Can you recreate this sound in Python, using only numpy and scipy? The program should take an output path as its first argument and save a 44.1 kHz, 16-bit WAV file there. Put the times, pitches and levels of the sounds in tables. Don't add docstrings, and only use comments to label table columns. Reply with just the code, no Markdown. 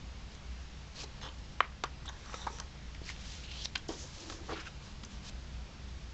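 import sys
import numpy as np
from scipy import signal
from scipy.io import wavfile
from scipy.ndimage import uniform_filter1d

SR = 44100
rng = np.random.default_rng(int(sys.argv[2]) if len(sys.argv) > 2 else 0)


def rack_gain(trim_db):
    fader = np.asarray(trim_db, float)
    return 10 ** (fader / 20)


def transcribe(signal):
    frames = np.atleast_2d(signal).T
    limited = np.clip(frames, -1, 1)
    pcm = np.round(limited * 32767).astype(np.int16)
    wavfile.write(sys.argv[1], SR, pcm)


N = 270333
LONGEST = 24000

# (frequency [Hz], density [dB per Hz])
AIR_SPECTRUM = [(12, -37.5), (20, -3.5), (48, -3.5), (72, -0.5), (107, -9.5), (156, -11), (366, -22.5),
                (881, -24.5), (1080, -25.5), (1490, -26.5), (3160, -27.5), (5220, -30), (7420, -36),
                (8000, -36), (10400, -78.5), (17600, -120)]
# (frequency [Hz], width [Hz], level [dB])
HUM_LINES = [(55.2, 5.2, -66.5), (142.2, 9.9, -63), (197, 15, -65.5)]
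# (time [s], frequency [Hz], level [dB])
DUCT_THROB = [(0.0, 54.2, -53.5), (0.6, 60.5, -43), (1.01, 56.8, -54), (1.19, 61.7, -55),
              (1.96, 60.96, -51), (2.8, 57.64, -49.5), (3.33, 57.23, -52), (3.55, 61.64, -48),
              (3.86, 56.5, -64), (4.05, 60.6, -56), (4.299, 62.7, -61), (4.46, 56.9, -52.5),
              (5.04, 58.86, -52), (5.09, 61.96, -51), (5.62, 60.5, -43), (5.74, 63.96, -54.5),
              (5.84, 59.8, -49), (6.13, 59.8, -47.5)]
# (frequency [Hz], t60 [s])
ROOM_T60 = [(250, 0.34), (1000, 0.37), (3000, 0.14), (8000, 0.13)]
# (frequency [Hz], level [dB])
WALL_COLOUR = [(250, -1), (1100, -3), (2200, -3.5), (4000, 1.5), (8000, -0.5)]

# (frequency [Hz], width [Hz], level [dB])
STRIP_MODES = [(3740, 1000, -1.5), (5800, 940, 0.5), (7600, 1400, -5), (5200, 1800, -13)]
TAUT_MODES = [(3300, 1070, 6), (4280, 460, -10), (5200, 600, 0), (6400, 490, 1.5), (7600, 540, -7)]
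CARD_MODES = [(1133, 160, 2), (1520, 420, -1.5), (1920, 130, -5.5), (872, 360, -0.5)]
FACE_MODES = [(979, 440, -17), (1300, 303, 3.5), (1560, 350, -3), (1900, 420, -2)]
SLEEVE_MODES = [(338, 360, -8.5), (480, 147, 2), (810, 400, -4), (243, 61, -2)]
# (frequency [Hz], level [dB], t60 [s])
KNOCK_RING = [(477, -5.5, 0.017), (755, -4.5, 0.022), (1150, 12, 0.02), (1463, 1.5, 0.023),
              (2100, 3.5, 0.014)]
POP_RING = [(376.6, -24, 0.038), (600, -20, 0.016), (772, -14.5, 0.018), (1150, -1, 0.01), (1310, -9, 0.01),
            (1832, -2.5, 0.0076), (2280, -8.5, 0.0092), (2877, -13, 0.0084), (3270, -13, 0.016),
            (4160, -22.5, 0.012), (5000, -37.5, .008), (5960, -31, .007)]
POP_BACK_RING = [(440, -8, 0.026), (834, -7, 0.027), (1032, 0, 0.023), (1353, 0, 0.02), (1940, -10, 0.017),
                 (2750, -10.5, 0.014), (3630, -3, 0.013), (4580, -13, 0.0088), (5140, -6, 0.0075),
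                 (6000, -10.5, 0.011), (6400, -19, 0.0094), (7740, -15, .007)]
FLICK_RING = [(1050, -8.5, 0.019), (1570, -6.5, 0.019), (2100, -7, 0.0084), (2365, -2.5, 0.0099),
              (2625, 4.5, 0.011), (3210, 7, 0.0075), (3620, -1, 0.0096), (4070, -1, 0.013),
              (4720, -1, 0.0083), (6270, -11, 0.01), (7490, -16, 0.0095)]

# (start [s], hardest [s], end [s], level [dB], easing at both ends [dB])
SLEEVE_MOANS = [
    (3.89, 3.897, 3.908, -39, 10),
    (3.902, 3.916, 4.08, -55.5, 16),
    (4.185, 4.306, 4.43, -51, 8.2),
    (4.481, 4.516, 4.6, -47, 11),
]
TABLE_TOP_MOANS = [
    (5.0, 5.039, 5.35, -56.5, 7),
    (5.39, 5.508, 5.59, -56.5, 12),
]
STRIP_STROKES = [(2.2, 2.32, 2.5, -57.5, 15), (2.341, 2.345, 2.44, -53, 15), (2.35, 2.42, 2.54, -58, 7),
                 (2.1, 2.13, 2.5, -65.5, 5), (2.5, 2.544, 2.598, -57.5, 2), (2.598, 2.612, 2.596, -41, 2)]
TAUT_STROKES = [(1.213, 1.24, 1.28, -49, 3), (1.282, 1.288, 1.27, -51, 3), (2.05, 2.06, 2.08, -56.5, 3.8),
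                (2.086, 2.092, 2.09, -50, 5)]
CARD_STROKES = [(.95, .97, 1.02, -62, 5.4), (1.213, 1.25, 1.28, -49.5, 3), (1.282, 1.288, 1.31, -58, 3.5),
                (1.97, 2.0, 2.06, -60, 11), (2.05, 2.06, 2.16, -58, 4.96), (2.078, 2.094, 2.108, -46.5, 9),
                (2.24, 2.29, 2.32, -55.5, 2.85), (2.32, 2.336, 2.36, -50, 4.2),
                (2.37, 2.42, 2.46, -54.5, 4), (2.5, 2.508, 2.525, -58, 6),
                (2.584, 2.603, 2.629, -52.5, 5.8), (3.887, 3.894, 3.97, -50.5, 20),
                (4.02, 4.036, 4.07, -64, 9.4), (4.25, 4.31, 4.4, -63, 4.7), (4.476, 4.51, 4.545, -51, 9.3),
                (4.8, 4.88, 4.94, -64, 6.2), (5.1, 5.11, 5.2, -64, 2.97), (5.22, 5.28, 5.3, -59.5, 11)]
FACE_STROKES = [(4.488, 4.512, 4.53, -46.5, 5.9), (4.545, 4.57, 4.595, -51.5, 3.7),
                (4.592, 4.605, 4.622, -48.5, 5.4)]
SLEEVE_STROKES = [(.95, .99, 1.02, -60, 6), (1.032, 1.042, 1.05, -49, 6), (1.214, 1.27, 1.293, -53, 3.8),
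                  (2.2, 2.21, 2.26, -65, 8.7), (2.338, 2.344, 2.352, -50.5, 8.6),
                  (2.44, 2.46, 2.6, -58.5, 7.6), (3.886, 3.894, 3.96, -43, 25), (4.02, 4.036, 4.06, -57, 8),
                  (4.16, 4.3, 4.49, -59.5, 4.43), (4.482, 4.528, 4.55, -43.5, 6.5),
                  (4.54, 4.56, 4.62, -59, 7.9)]
# (start [s], hardest [s], end [s], level [dB], centre [Hz])
FINGER_SLIDES = [(0.293, 0.353, .362, -60, 4280), (0.945, 1.026, 1.028, -45.5, 4070),
                 (1.027, 1.039, 1.048, -44.5, 4300), (3.033, 3.09, 3.16, -49.5, 3600),
                 (3.13, 3.317, 3.47, -50, 3300), (3.883, 3.889, 3.93, -48, 5000),
                 (3.885, 3.932, 4.0, -52, 5200), (4.005, 4.144, 4.2, -54.5, 5800),
                 (4.139, 4.215, 4.31, -52, 5400), (4.238, 4.314, 4.41, -51.5, 5610),
                 (4.801, 4.849, 4.96, -57.5, 3720), (5.096, 5.116, 5.2, -56.5, 3686),
                 (5.224, 5.287, 5.3, -48, 3930), (4.417, 4.506, 4.56, -54, 3600),
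                 (4.542, 4.578, 4.6, -56, 4000), (4.593, 4.61, 4.625, -52, 4800),
                 (4.648, 4.67, 4.69, -54, 4600)]
EDGE_DRAGS = [
    (3.057, 3.094, 3.125, -48, 2220),
    (3.952, 4.008, 4.08, -48, 6140),
]
# (time [s], level [dB], centre [Hz])
STRIP_PULL = [(3.43, -51, 4000), (3.47, -57.5, 3600), (3.552, -50.5, 3780), (3.6, -51, 4600),
              (3.638, -49, 5360), (3.649, -39.5, 5200), (3.657, -34.5, 4600), (3.66, -45, 4000)]
# (time [s], level [dB], frequency [Hz], upper re lower [dB])
PULL_RIDGES = [(3.43, -56, 2700, -4), (3.47, -58.5, 2900, -9), (3.53, -51, 2900, -9),
               (3.575, -53.5, 3050, -3), (3.605, -48.5, 3420, -3), (3.63, -44.5, 3220, -3),
               (3.648, -58, 3380, 0)]
# (start [s], hardest [s], end [s], level [dB], frequency [Hz])
SHEET_SQUEAKS = [(1.607, 1.616, 1.63, -41.5, 1350), (1.623, 1.63, 1.67, -56, 1200),
                 (1.621, 1.631, 1.644, -44.5, 2100), (2.076, 2.088, 2.098, -44, 3500),
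                 (2.088, 2.09, 2.098, -48, 6300), (2.056, 2.059, 2.064, -62, 3400),
                 (2.343, 2.35, 2.5, -62, 3800), (2.41, 2.428, 2.45, -51.5, 3690),
                 (2.515, 2.54, 2.595, -59, 5770), (3.775, 3.779, 3.783, -55, 7400),
                 (3.782, 3.794, 3.806, -57, 3270), (4.484, 4.51, 4.525, -51, 1200),
                 (4.554, 4.575, 4.592, -50, 1400), (4.662, 4.668, 4.686, -52, 2680),
                 (4.655, 4.676, 4.687, -50, 1460)]
FACE_SCRAPES = [(2.165, 2.33, 2.47, -60, 2270), (2.491, 2.56, 2.6, -65, 2610),
                (4.504, 4.54, 4.555, -48.5, 2700), (4.545, 4.575, 4.597, -49, 2400),
                (4.591, 4.605, 4.62, -47, 2190), (4.614, 4.63, 4.66, -56.5, 2390),
                (4.648, 4.672, 4.688, -51.5, 2380)]
CREASE_RUBS = [(.953, .985, 1.0, -53, 4200), (.985, 1.008, 1.027, -50, 4900),
               (.99, 1.012, 1.027, -52, 2600), (1.0, 1.024, 1.027, -52, 6200),
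               (1.03, 1.04, 1.047, -52, 4300), (1.856, 1.86, 1.866, -53, 3050),
               (2.062, 2.07, 2.08, -54, 4000), (3.03, 3.04, 3.06, -56, 4400),
               (3.08, 3.086, 3.095, -51, 4200), (3.879, 3.884, 3.893, -52, 7000),
               (3.918, 3.927, 3.94, -52, 6100), (3.92, 3.93, 3.935, -54, 7300),
               (3.93, 3.94, 3.95, -54, 3600), (4.526, 4.533, 4.546, -52, 4400),
               (4.598, 4.603, 4.612, -52, 5100), (2.6, 2.605, 2.625, -52, 1100)]

# (time [s], peak [dB], frequency [Hz], width [octaves])
FIBRE_BLIPS = [(1.214, -34, 3500, 2.5), (2.057, -48, 5800, .12), (2.0575, -44, 7600, .12),
               (2.064, -44, 7600, .12), (2.0946, -40.5, 1190, 0.46), (2.3425, -39.5, 3700, 0.14),
               (2.343, -40, 5630, .15), (2.5855, -42, 2980, 2.5), (2.9478, -39, 3000, 2.18),
               (2.9495, -40, 2007, .5), (3.091, -33, 2100, 0.3), (3.1, -26.5, 1980, 1.9),
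               (3.105, -38, 2710, .6), (3.163, -37, 3000, 1.2), (3.062, -41, 5200, .2),
               (3.6225, -40, 3500, .6), (3.647, -36, 4500, 1.), (3.7583, -36, 1580, .4),
               (3.7594, -32.5, 2600, 0.26), (4.2987, -32, 3000, 1.9), (4.305, -39, 3500, 2.),
               (4.206, -43, 5900, .2), (4.225, -45, 4200, .15), (2.6, -36, 5940, 0.25),
               (2.4685, -33, 600, 0.9), (3.891, -39.5, 3125, .15), (3.886, -36, 5200, 0.16),
               (3.904, -43, 350, 0.94), (1.0364, -40, 706, 1.7), (1.0405, -45, 496, 0.9),
               (4.493, -35, 900, 1.2), (4.5135, -36, 1200, .8)]
CREASE_BLIPS = [(1.6042, -11.5, 1780, 0.99), (1.606, -23, 2600, 1.2), (1.8366, -22, 1090, 1.7),
                (1.8418, -25, 1190, 0.31), (1.847, -29.5, 1200, 0.48), (1.85, -37, 1195, .33)]
# (time [s], peak [dB], centre [Hz], card ring re crack [dB], width [octaves])
EDGE_TICKS = [(1.285, -39, 3170, -24, 0.52), (2.055, -45, 5640, 3, 2.2), (3.112, -47, 2300, -21, 0.58),
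              (3.435, -48, 2730, -19, .44), (3.513, -37.5, 3530, -25, 1.1), (3.764, -39.5, 2555, -6, 0.79),
              (3.774, -40.5, 3500, -11.5, 2.3), (3.884, -38, 5300, -17.5, 0.39),
              (4.301, -40, 4280, -5, 2.1), (4.321, -40.5, 4000, -1, 2.1), (5.034, -38.5, 3440, -5.5, 1.7),
              (4.594, -43, 2600, -10, 1.5)]
FIBRE_SNICKS = [(2.599, -30, 4500, -9, 1.8), (2.948, -41, 3500, -17, 1.4), (1.214, -40, 3420, -6.5, 1.2),
                (3.1, -44, 2460, -10, 1), (3.163, -42, 2800, -17, 0.83), (3.655, -24, 4140, -25, 1.3),
                (4.204, -41, 5777, -20, .6), (4.2981, -33.5, 3190, -3, 1.8),
                (5.048, -36.5, 5870, -21, 0.55), (5.295, -36, 5000, -17, 2.6),
                (0.317, -45.5, 4600, -17, .6), (.349, -46, 4800, -22, 1), (2.258, -45, 4500, -7, 2.1),
                (2.331, -37.5, 3800, -7, 1), (2.585, -37, 3800, -11, 2.9), (3.567, -45, 3350, -20, 1.1),
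                (3.601, -46, 3550, -23, 0.91)]
# (time [s], peak [dB], main ring [Hz], crack re ring [dB])
CARD_KNOCKS = [(1.033, -41.5, 850, -21), (2.094, -36.5, 1150, -19), (2.296, -41, 1300, -20),
               (2.341, -30, 1290, -10), (2.4671, -29, 983, -11), (2.471, -24.5, 865, -19),
               (2.476, -30.5, 1236, -19), (2.482, -34.5, 1210, -23), (2.503, -41.5, 401, -22),
               (3.016, -36, 296, -13), (3.8906, -25.5, 350, -21), (4.039, -45, 576, -18),
               (2.342, -34, 500, -16), (4.4972, -35, 480, -19), (4.5035, -32, 454, -14),
               (4.521, -31, 437, -17), (4.529, -34, 399, -14), (4.5326, -33, 410, -11)]
# (time [s], peak [dB], rise [s], crack re ring [dB])
FLICK_RELEASES = [
    (3.7535, -25, 0.0007, -25),
    (3.7549, -28, 0.00024, -18),
    (3.7563, -18.5, 0.00079, -19),
    (3.7588, -27.5, 0.00038, -21),
]
POP_RELEASES = [
    (1.6043, -13, .001, -40),
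    (1.60605, -14, .0006, -30),
]
POP_BACK_RELEASES = [
    (1.8368, -18, 0.00058, -10),
    (1.8392, -27, 0.00022, -4),
    (1.845, -40, 0.001, -17),
    (1.8555, -38, 0.001, -25),
]
# (time [s], level [dB], centre [Hz], width [octaves], t60 [s])
STRIP_SHIVERS = [
    (1.61, -39, 1770, 1.4, 0.24),
    (1.844, -41.5, 1300, 1.6, 0.14),
]


def evened(x):
    return x / np.sqrt(np.mean(x ** 2) + 1e-20)


def read(points, hz):
    f, value = np.transpose(points)
    return np.interp(np.log(hz + 1), np.log(f + 1), value)


def add(mix, s, sound):
    part = mix[round(s * SR):][:len(sound)]
    part += sound[:len(part)]


def mixed(sounds):
    out = np.zeros(N)
    for s, sound in sounds:
        add(out, s, sound)
    return out


def wander(size, span):
    noise = rng.standard_normal(max(size, LONGEST))
    return evened(uniform_filter1d(uniform_filter1d(noise, span), span))[:size]


def resonate(x, hz, width, order=2):
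    turn = np.exp(2j * np.pi * np.cumsum(hz * np.ones(len(x))) / SR)
    r = np.exp(-np.pi * width / SR)
    low = x / turn
    for _ in range(order):
        low = signal.lfilter([1 - r], [1, -r], low)
    return 2 * (turn * low).real


def band(x, hz, octaves):
    return evened(resonate(x, hz, np.mean(hz) * np.clip(octaves, .1, 3), order=3))


def air():
    frames, hz = N // 1024 + 5, np.fft.rfftfreq(4096, 1 / SR)
    a, b, patches = rng.standard_normal((frames, 2049, 3)).T
    patches = evened(uniform_filter1d(uniform_filter1d(patches, 40, 0), 5, 1))
    z = (a + 1j * b) * rack_gain(read(AIR_SPECTRUM, hz)[:, None] + .7 * patches)
    out = rack_gain(-48.5) * evened(signal.istft(z, nperseg=4096, noverlap=3072)[1][:N])
    for hz, width, db in HUM_LINES:
        out += rack_gain(db) * evened(resonate(rng.standard_normal(N), hz, width))
    return out


def throb():
    s, hz, db = np.transpose(DUCT_THROB)
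    t = np.arange(N) / SR
    turns = np.cumsum(np.interp(t, s, hz) + 1.42 * wander(N, 3000)) / SR
    level_db = np.interp(t, s, db) - 1.5 + 2.5 * wander(N, 2500)
    return np.sqrt(2) * rack_gain(level_db) * np.sin(2 * np.pi * turns)


def room(x):
    taps = np.zeros(SR // 2)
    at = np.arange(200, SR // 2 - 20, 20)
    taps[at + rng.integers(0, 20, len(at))] = rng.choice([-1., 1.], len(at))
    hz, t, z = signal.stft(taps, SR, nperseg=256)
    decay_db = read(WALL_COLOUR, hz)[:, None] - 60 * t / read(ROOM_T60, hz)[:, None]
    tail = signal.istft(z * rack_gain(decay_db), SR, nperseg=256)[1]
    return signal.fftconvolve(x, tail / np.linalg.norm(tail))[:N]


def press(start, hardest, end, db, ease_db):
    t = np.arange(start, end, 1 / SR)
    away = np.interp(t, [start, hardest, end], [1, 0, 1])
    contact = np.clip(np.minimum(t - start, end - t) / 0.0016, 0, 1)
    return rack_gain(db - ease_db * away ** 1.54) * contact


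def moan(row, hz):
    gain = press(*row)
    return row[0], gain * evened(resonate(rng.standard_normal(LONGEST)[:len(gain)], hz, 59))


def friction(size, grain_db=2.5, slips_per_s=12000, clump_db=0.8):
    pick, sign, heft = rng.random(LONGEST), rng.standard_normal(LONGEST), rng.exponential(1, LONGEST)
    clicks = sign * (pick < slips_per_s / SR) * rack_gain(grain_db * np.minimum(heft, 4))
    return clicks[:size] * rack_gain(clump_db * wander(size, 250))


def body(x, modes, flutter_db=1.5):
    out = np.zeros(len(x))
    for k, (hz, width, db) in enumerate(modes):
        gain = rack_gain(db + flutter_db * wander(len(x), 300))
        out += (-1) ** k * gain * resonate(x, hz, width)
    return evened(out)


def rub(row, modes):
    gain = press(*row)
    return row[0], gain * body(friction(len(gain)), modes)


def hiss(size, hz, octaves):
    share = np.clip((octaves - .3) / 1.28, 0, 1)
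    narrow = band(friction(size), hz, np.mean(octaves))
    wide = band(friction(size), 4300, 2.04)
    return np.sqrt(1 - share) * narrow + np.sqrt(share) * wide


def slide(start, hardest, end, db, hz, octaves, ease_db):
    gain = press(start, hardest, end, db, ease_db)
    below_peak_db = 20 * np.log10(gain + 1e-9) - db
    return start, gain * hiss(len(gain), hz, octaves + 0.05 * below_peak_db)


def pull():
    s, db, hz = np.transpose(STRIP_PULL)
    t = np.arange(s[0], s[-1], 1 / SR)
    sound = hiss(len(t), np.interp(t, s, hz), 0.78)
    return s[0], rack_gain(np.interp(t, s, db)) * sound * signal.windows.tukey(len(t), .03)


def squeak(start, hardest, end, db, hz, octaves, ease_db):
    gain = press(start, hardest, end, db, ease_db)
    return start, gain * band(friction(len(gain), clump_db=2.5), hz, octaves)


def ridges():
    s, db, hz, upper_db = np.transpose(PULL_RIDGES)
    t = np.arange(s[0], s[-1], 1 / SR)
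    hz = np.interp(t, s, hz)
    grit = friction(len(t), grain_db=0.5, slips_per_s=4600, clump_db=1.5)
    lower = band(grit, hz, 0.3)
    upper = rack_gain(np.interp(t, s, upper_db)) * band(grit, 1.27 * hz, 0.3)
    return s[0], rack_gain(np.interp(t, s, db)) * (lower + upper) * signal.windows.tukey(len(t), .05)


def blip(s, db, hz, octaves):
    out = band(-signal.unit_impulse(1500), hz, octaves)
    return s, rack_gain(db) * out / abs(out).max()


def crackle(hz, octaves, length_s, tail_s=0.0025):
    t = np.arange(1500) / SR
    shape = np.clip(t / 0.00024, 0, 1) * np.exp(-np.maximum(t - length_s, 0) / tail_s)
    out = band(rng.standard_normal(len(t)) * shape, hz, octaves)
    return out / abs(out).max()


def tick(s, db, hz, ring_db, octaves, length_s):
    bright = crackle(hz, octaves, length_s)
    return s, rack_gain(db) * (bright + rack_gain(ring_db) * crackle(1210, 0.89, length_s))


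def shiver(s, db, hz, octaves, t60):
    t = np.arange(SR // 4) / SR
    gain = rack_gain(db - 60 * t / t60) * np.clip(t / 0.0027, 0, 1)
    return s, gain * band(friction(len(t), clump_db=1.5), hz, octaves)


def ring(modes, stretch, rise_s):
    t = np.arange(3000) / SR
    out = sum(rack_gain(db - 60 * t / t60) * np.sin(2 * np.pi * hz * stretch * t) for hz, db, t60 in modes)
    out = -out * np.clip(t / max(rise_s, 1 / SR), 0, 1)
    return out / abs(out).max()


def pop(modes, stretch, s, db, rise_s, crack_db):
    sound = ring(modes, stretch, rise_s)
    add(sound, 0, rack_gain(crack_db) * crackle(3000, 3.6, 0.0025))
    return s, rack_gain(db) * sound


def scene():
    background = air() + throb()
    sounds = [moan(row, 336) for row in SLEEVE_MOANS] + [moan(row, 200) for row in TABLE_TOP_MOANS]
    for rows, modes in [(STRIP_STROKES, STRIP_MODES), (TAUT_STROKES, TAUT_MODES), (CARD_STROKES, CARD_MODES),
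                        (FACE_STROKES, FACE_MODES), (SLEEVE_STROKES, SLEEVE_MODES)]:
        sounds += [rub(row, modes) for row in rows]
    sounds += [slide(*row, octaves=1.35, ease_db=11.5) for row in FINGER_SLIDES]
    sounds += [slide(*row, octaves=0.87, ease_db=11.5) for row in EDGE_DRAGS]
    sounds += [pull(), ridges()]
    sounds += [squeak(*row, octaves=0.19, ease_db=4) for row in SHEET_SQUEAKS]
    sounds += [squeak(*row, octaves=1.47, ease_db=5.5) for row in FACE_SCRAPES]
    sounds += [squeak(*row, octaves=.25, ease_db=10) for row in CREASE_RUBS]
    sounds += [blip(*row) for row in FIBRE_BLIPS]
    sounds += [tick(*row, length_s=0.0057) for row in EDGE_TICKS]
    sounds += [tick(*row, length_s=0.00086) for row in FIBRE_SNICKS]
    for s, db, hz, crack_db in CARD_KNOCKS:
        sounds.append(pop(KNOCK_RING, hz / 1150, s, db, 0.00083, crack_db))
    sounds += [pop(FLICK_RING, 1, *row) for row in FLICK_RELEASES]
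    hands = mixed(sounds)
    shivers = mixed([shiver(*row) for row in STRIP_SHIVERS])
    releases = [pop(POP_RING, 0.94, *row) for row in POP_RELEASES]
    releases += [pop(POP_BACK_RING, 0.97, *row) for row in POP_BACK_RELEASES]
    pops = mixed(releases + [blip(*row) for row in CREASE_BLIPS])
    aimed = rack_gain(-7) * pops
    walls = rack_gain(-14.5) * room(hands + aimed)
    return (hands + pops + walls + shivers + background)[None]


def top_cut(x):
    return signal.sosfilt(signal.butter(12, 8790, fs=SR, output="sos"), x)


def record(dry):
    power_db = 10 * np.log10(abs(uniform_filter1d(dry[0] ** 2, 400, origin=199)) + 1e-12)
    fall = np.arange(N) * 9.9 / SR
    over_db = np.maximum(np.maximum.accumulate(power_db + fall) - fall + 26.5, 0)
    duck_db = 0.43 * uniform_filter1d(over_db, 600, origin=299)
    ducked = dry / rack_gain(duck_db) - .0004
    edge = signal.butter(12, 7730, fs=SR, output="sos")
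    return top_cut(signal.sosfilt(edge, signal.sosfilt(edge, ducked)))


dry = scene()
out = record(dry)
transcribe(out)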